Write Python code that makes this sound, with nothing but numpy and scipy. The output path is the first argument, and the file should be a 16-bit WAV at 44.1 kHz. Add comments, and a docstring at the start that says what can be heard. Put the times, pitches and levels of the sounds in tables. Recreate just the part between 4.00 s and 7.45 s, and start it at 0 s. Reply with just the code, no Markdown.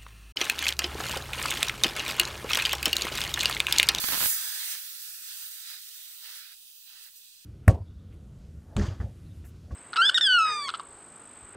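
"""Compressed air escapes from a hose coupling as a hand opens the bleed screw in small turns, indoors.
First the jet (noise shaped in bands) hisses hard and spits sharp pops (short spikes), stronger on the right.
Then the hiss sinks in steps, with brief rises; its lower bands drop away faster than the treble.
A faint patchy room rumble (noise) lies under it all, swelling once; near the end a faint short tone sounds."""
import sys
import numpy as np
from scipy import signal
from scipy.io import wavfile
from scipy.ndimage import uniform_filter1d

SR = 44100
rng = np.random.default_rng(int(sys.argv[2]) if len(sys.argv) > 2 else 0)


def gain_from_db(level_db):
    """Convert decibel levels to linear amplitude factors (20 dB per decade)."""
    decades = np.asarray(level_db, float) / 20
    return 10 ** decades


def transcribe(u):
    """Save the signal u as a 16-bit wav file named by the first command-line argument.

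    u: samples, shape (n,) or (channels, n), limited to [-1, 1]; the rate is SR.
    q: integer samples, one column per channel.
    """
    v = np.clip(np.atleast_2d(u).T, -1, 1)
    q = np.round(v * 32767).astype(np.int16)
    wavfile.write(sys.argv[1], SR, q)


N = 152145  # length of the sound in samples


def evened(x):
    """Scales so that the mean of both channels has rms 1."""
    return x / np.sqrt(np.mean(x.mean(0) ** 2) + 1e-20)


def read_spectrum(points, hz, column=1):
    """Reads a spectrum table on a log-frequency axis."""
    p = np.array(points)
    return np.interp(np.log(hz + 1), np.log(p[:, 0] + 1), p[:, column])


def gain_curve(points, column):
    """Turns a table of levels over time into a gain for each sample."""
    p = np.array(points)
    return gain_from_db(np.interp(np.arange(N) / SR, p[:, 0], p[:, column]))


def microphone_pair(size, same, lead=0):
    """Random short-time spectra for two microphones: the right one shares part of the left one's noise."""
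    a, b, c, d = rng.standard_normal((4 * N // size + 6, size // 2 + 1, 4)).T
    same = np.clip(same, -1, 1)[:, None]
    left = a + 1j * b
    own = c + 1j * d
    right = np.exp(1j * lead) * (same * left + np.sqrt(1 - same ** 2) * own)
    return np.array([left, right])


def to_sound(spectra):
    """Turns short-time spectra back into samples at rms 1."""
    size = 2 * (spectra.shape[1] - 1)
    return evened(signal.istft(spectra, nperseg=size, noverlap=3 * size // 4)[1][:, :N])


def room_rumble():
    """Faint low noise of the room that comes and goes in patches and swells briefly once."""
    # shape of the rumble, before its overall level: (frequency [Hz], density [dB per Hz])
    room_shape = [(20, -10), (76, -4), (110, -9), (200, -11.5), (300, -9), (500, -19), (800, -27)]
    # how alike the two microphones are: (frequency [Hz], likeness [0-1])
    room_same = [(130, 1), (600, 0.064)]
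    rumble_db, patch_db = -85, 2.5
    swell_at_s, swell_width_s, swell_db = 1.425, .025, 9
    hz = np.fft.rfftfreq(2048, 1 / SR)
    spectra = microphone_pair(size=2048, same=read_spectrum(room_same, hz))
    spectra = spectra * gain_from_db(read_spectrum(room_shape, hz))[:, None]
    field = rng.standard_normal(spectra.shape[:0:-1]).T
    patches = uniform_filter1d(uniform_filter1d(field, size=3, axis=0), size=8, axis=1)
    rumble = to_sound(spectra * gain_from_db(patch_db * patches / patches.std()))
    t = np.arange(N) / SR
    swell = swell_db * np.exp(-.5 * ((t - swell_at_s) / swell_width_s) ** 2)
    return gain_from_db(rumble_db + swell) * rumble


def short_tone():
    """A faint short sine tone that rises and falls under a rounded arch, the same on both sides."""
    start_s, length_s, tone_hz, peak_db = 3.14, .09, 464, -84
    t = np.arange(N) / SR
    arch = abs(np.sin(np.pi * np.clip((t - start_s) / length_s, 0, 1))) ** .5
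    return gain_from_db(peak_db) * arch * np.sin(2 * np.pi * tone_hz * t)


def pop_train():
    """Single-sample clicks that set when each pop starts and how strong it is."""
    # the loudest pops, levels before the pop shape is applied: (time [s], level [dB])
    loud_pops = [(0.0402, -10.3), (0.0411, -9.3), (0.045, -11.1), (0.0863, -11.2), (0.0889, -10.5),
                 (0.1034, -12.0), (0.1223, -9.9), (0.1255, -11.8), (0.1328, -9.7), (0.1366, -12.4),
                 (0.1401, -15.1), (0.1447, -8.9), (0.1514, -11.7), (0.1571, -14.1), (0.1761, -11.0),
                 (0.2072, -10.3), (0.2142, -12.0), (0.2156, -13.2), (0.2247, -9.7), (0.2296, -9.5),
                 (0.2388, -10.6), (0.2588, -8.7), (0.2601, -9.2)]
    # small pops come at random: full strength between start and fade, then dying away
    small_start_s, small_fade_s, fade_db_per_s = .012, .262, -210
    small_per_s, small_db, spread_db = 350, -25, 0.5  # the spread only adds to the level
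    t = np.arange(N) / SR
    chance, size = rng.random(N), rng.exponential(1, N)
    happens = (chance < small_per_s / SR) * (t > small_start_s)
    fade = fade_db_per_s * np.maximum(t - small_fade_s, 0)
    train = happens * gain_from_db(small_db + fade + spread_db * np.minimum(size, 3))
    for s, db in loud_pops:
        train[round(s * SR)] += gain_from_db(db)
    return train


def sag(x, hz):
    """A gentle low cut: it makes a one-sided spike sag back below zero."""
    return signal.lfilter([1, -1], [1, -np.exp(-2 * np.pi * hz / SR)], x)


def pops():
    """One-sided pressure spikes, later and duller on the left; suction after each pulls a low thump."""
    # columns below: left (far) microphone, then right (near) one
    delay_s = np.array([[0.000697], [0]])
    spike_db = np.array([[-13.5], [0]])  # before the sag
    spike_width_s = np.array([[6e-5], [3.4e-5]])
    thump_db = np.array([[-31], [-30]])  # before the bass cut
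    thump_lag_s = np.array([[4e-4], [0]])
    thump_hz, sag_hz, bass_cut_hz = 255, 540, 7
    before = 16  # samples of room ahead of the spike's peak
    t = np.arange(-before, 8000) / SR - delay_s
    spike = sag(gain_from_db(spike_db) * np.exp(-.5 * (t / spike_width_s) ** 2), sag_hz)
    late = np.maximum(t - thump_lag_s, 0) * 2 * np.pi * thump_hz
    thump = sag(gain_from_db(thump_db) * late * np.exp(1 - late), bass_cut_hz)
    shape = spike / spike.max() - thump
    return signal.oaconvolve(pop_train()[None], shape, axes=1)[:, before:N + before]


def near_surface(hz):
    """A near surface reflects the jet into the left microphone, which ripples its spectrum."""
    delay_s, share, top_hz = 1.25e-3, .35, 6500
    echo = 1 + share / (1 + (hz / top_hz) ** 4) * np.exp(-2j * np.pi * hz * delay_s)
    return np.array([abs(echo), 1 + 0 * hz])[:, :, None]


def jet_spectra(hz):
    """Turbulent noise of the jet: coloured at each microphone, with drifting patches and level flutter."""
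    # colour of the jet at each microphone: (frequency [Hz], left level [dB], right level [dB])
    colour = [(246, -8, -8.5), (505, 0.5, -1), (684, -14.5, -4.5), (1140, -1.5, 1), (1268, -7.5, -4),
              (1670, -12, 1.5), (2020, -14.5, 2), (2280, -8, -4), (2500, -9, -0.5), (2700, -7.5, 3),
              (2940, -6.5, -0.5), (3190, -3, 3), (3900, -6.5, 6), (4860, 0.5, 4), (5600, -2.5, -0.5),
              (6800, -1, -2.5), (7980, -1.6, 1.5), (9550, -2.2, -6.5), (11600, -5.5, -1.5),
              (13800, -5.5, 2), (15700, -0.5, 5)]
    # how the two microphones relate: (frequency [Hz], likeness [0-1], lead of the right one [radians])
    relation = [(0, 0.94, -0.6), (530, 0.86, 3), (800, 1, 1), (1340, 0.95, 0.57), (1980, 0.42, -0.5),
                (2390, 0.97, -1.5), (3180, 0.32, -2), (4310, 0.79, -3), (4600, 0.29, -3.5),
                (6100, 0.4, -5.5), (7190, 0.34, -3.5), (8650, 0.84, -5.5), (10600, 0.75, -5),
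                (12460, 0.5, -8), (13530, 0.8, -12), (15100, 0.6, -8)]
    patch_db, flutter_db = 1.5, 0.38
    p = np.array(relation)
    same = np.interp(hz, p[:, 0], p[:, 1])
    lead = np.interp(hz, p[:, 0], p[:, 2])[:, None]
    spectra = microphone_pair(size=512, same=same, lead=lead)
    field = rng.standard_normal((spectra.shape[2], spectra.shape[1] + 1)).T
    patches = uniform_filter1d(uniform_filter1d(field[1:], 4, 0), 70, 1)
    flutter = uniform_filter1d(field[0], 8)  # moves all frequencies together
    tint = np.array([read_spectrum(colour, hz, column=1), read_spectrum(colour, hz, column=2)])[:, :, None]
    drift = patch_db * patches / patches.std() + flutter_db * flutter / flutter.std()
    spectra = spectra * gain_from_db(tint + drift) * near_surface(hz)
    # the first blast is duller at the very top
    dull_above_hz, dull_db, dull_until_s = 13200, -4, .34
    in_blast = np.linspace(0, N / SR, spectra.shape[2]) < dull_until_s
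    return spectra * gain_from_db(dull_db * np.outer(hz > dull_above_hz, in_blast))


def jet():
    """Escaping air hisses: the jet's noise is split into bands, and each follows its own level over time."""
    # lower edges of the hiss bands: [Hz]
    edges_hz = [120, 620, 1230, 2400, 5500, 10500]
    # how softly each edge sets in: [octaves]
    edge_width = [.1, .025, .025, .025, .25, .25]
    # level of the hiss in each band: (time [s], 0.6-1.2 kHz level [dB], 1.2-2.4 kHz level [dB],
    # 2.4-5.5 kHz level [dB], 5.5-10.5 kHz level [dB], top level [dB])
    hiss = [(0, -66, -48, -44, -40.5, -28.5), (0.05, -63.5, -49, -45.5, -40, -29),
            (0.13, -47.5, -41.5, -40, -39.5, -25), (0.17, -50, -45.5, -38.5, -38, -27.5),
            (0.25, -52.5, -42, -37, -35, -20.5), (0.29, -56.5, -48, -41.5, -35.5, -21.5),
            (0.33, -64.5, -47.5, -45.5, -36.5, -25.5), (0.39, -64.5, -50.5, -45, -42, -33),
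            (0.62, -63, -49, -44.5, -43, -36), (0.72, -66, -50, -44, -39.5, -33.5),
            (0.755, -61, -48.5, -46.5, -46, -38.5), (0.8, -75.5, -58.5, -51.5, -49, -39.5),
            (1.25, -83.5, -63.5, -54, -50.5, -42), (1.31, -74, -56.5, -48, -48, -41.5),
            (1.36, -76, -62, -51, -49.5, -41), (1.43, -70.5, -58.5, -50.5, -48, -39.5),
            (1.5, -80.5, -65, -55.5, -51, -41), (1.66, -78, -61, -51.5, -51, -45.5),
            (1.71, -69, -53, -49, -50.5, -43), (1.77, -74, -57.5, -52, -53, -47),
            (1.81, -85, -65, -56, -54, -46), (2.2, -80.5, -67, -55.3, -55, -45.5),
            (2.25, -69.5, -56, -49, -54, -45.5), (2.38, -75, -56.5, -53, -52, -44.5),
            (2.43, -89, -57.5, -54, -57.5, -48.5), (2.535, -77.5, -61.5, -57, -58.5, -49),
            (2.56, -89, -78, -61, -60.5, -51), (2.855, -89, -79.5, -62.5, -60.5, -51.5),
            (2.885, -82, -70.5, -55.5, -61, -51), (2.98, -75.5, -63.5, -57, -58.5, -53.5),
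            (3.04, -83, -68, -55, -56.5, -48), (3.085, -77, -64.5, -59, -61, -51),
            (3.11, -95, -77, -66, -62, -54), (3.14, -82, -78, -62.5, -64, -53),
            (3.17, -88.4, -81, -61.5, -57, -48), (3.2, -88, -78, -61.5, -61, -53),
            (3.3, -94, -80, -62, -61, -58), (3.45, -90, -79.5, -63, -61.5, -58)]
    hz = np.fft.rfftfreq(512, 1 / SR)
    spectra = jet_spectra(hz)
    above = [.5 + .5 * np.tanh(np.log2((hz + 1) / edge) / width) for edge, width in zip(edges_hz, edge_width)]
    above.append(0 * hz)  # the top band has no upper edge
    levels = [gain_curve(hiss, column=k) for k in range(1, len(edges_hz))]
    # the lowest band follows the one above it, 14.5 dB weaker
    levels = [gain_from_db(-14.5) * levels[0]] + levels
    total = 0
    for k, level in enumerate(levels):
        band = (above[k] - above[k + 1])[:, None]
        total = total + level * to_sound(spectra * band)
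    return total


def scene():
    """Jet, pops, room rumble and short tone together."""
    return jet() + pops() + room_rumble() + short_tone()


def top_cut(x):
    """Nothing passes above the cut-off."""
    return signal.sosfilt(signal.butter(12, 17080, fs=SR, output="sos"), x)


def record(dry):
    """Limits the treble at 15750 Hz and adds the steady offset of the converter."""
    low_pass = signal.firwin(1023, 15750, window=("kaiser", 9), fs=SR)
    limited = signal.oaconvolve(dry, low_pass[None], "same")
    offset_db = -84  # its sign is negative
    return top_cut(limited - gain_from_db(offset_db))


dry = scene()
out = record(dry)
transcribe(out)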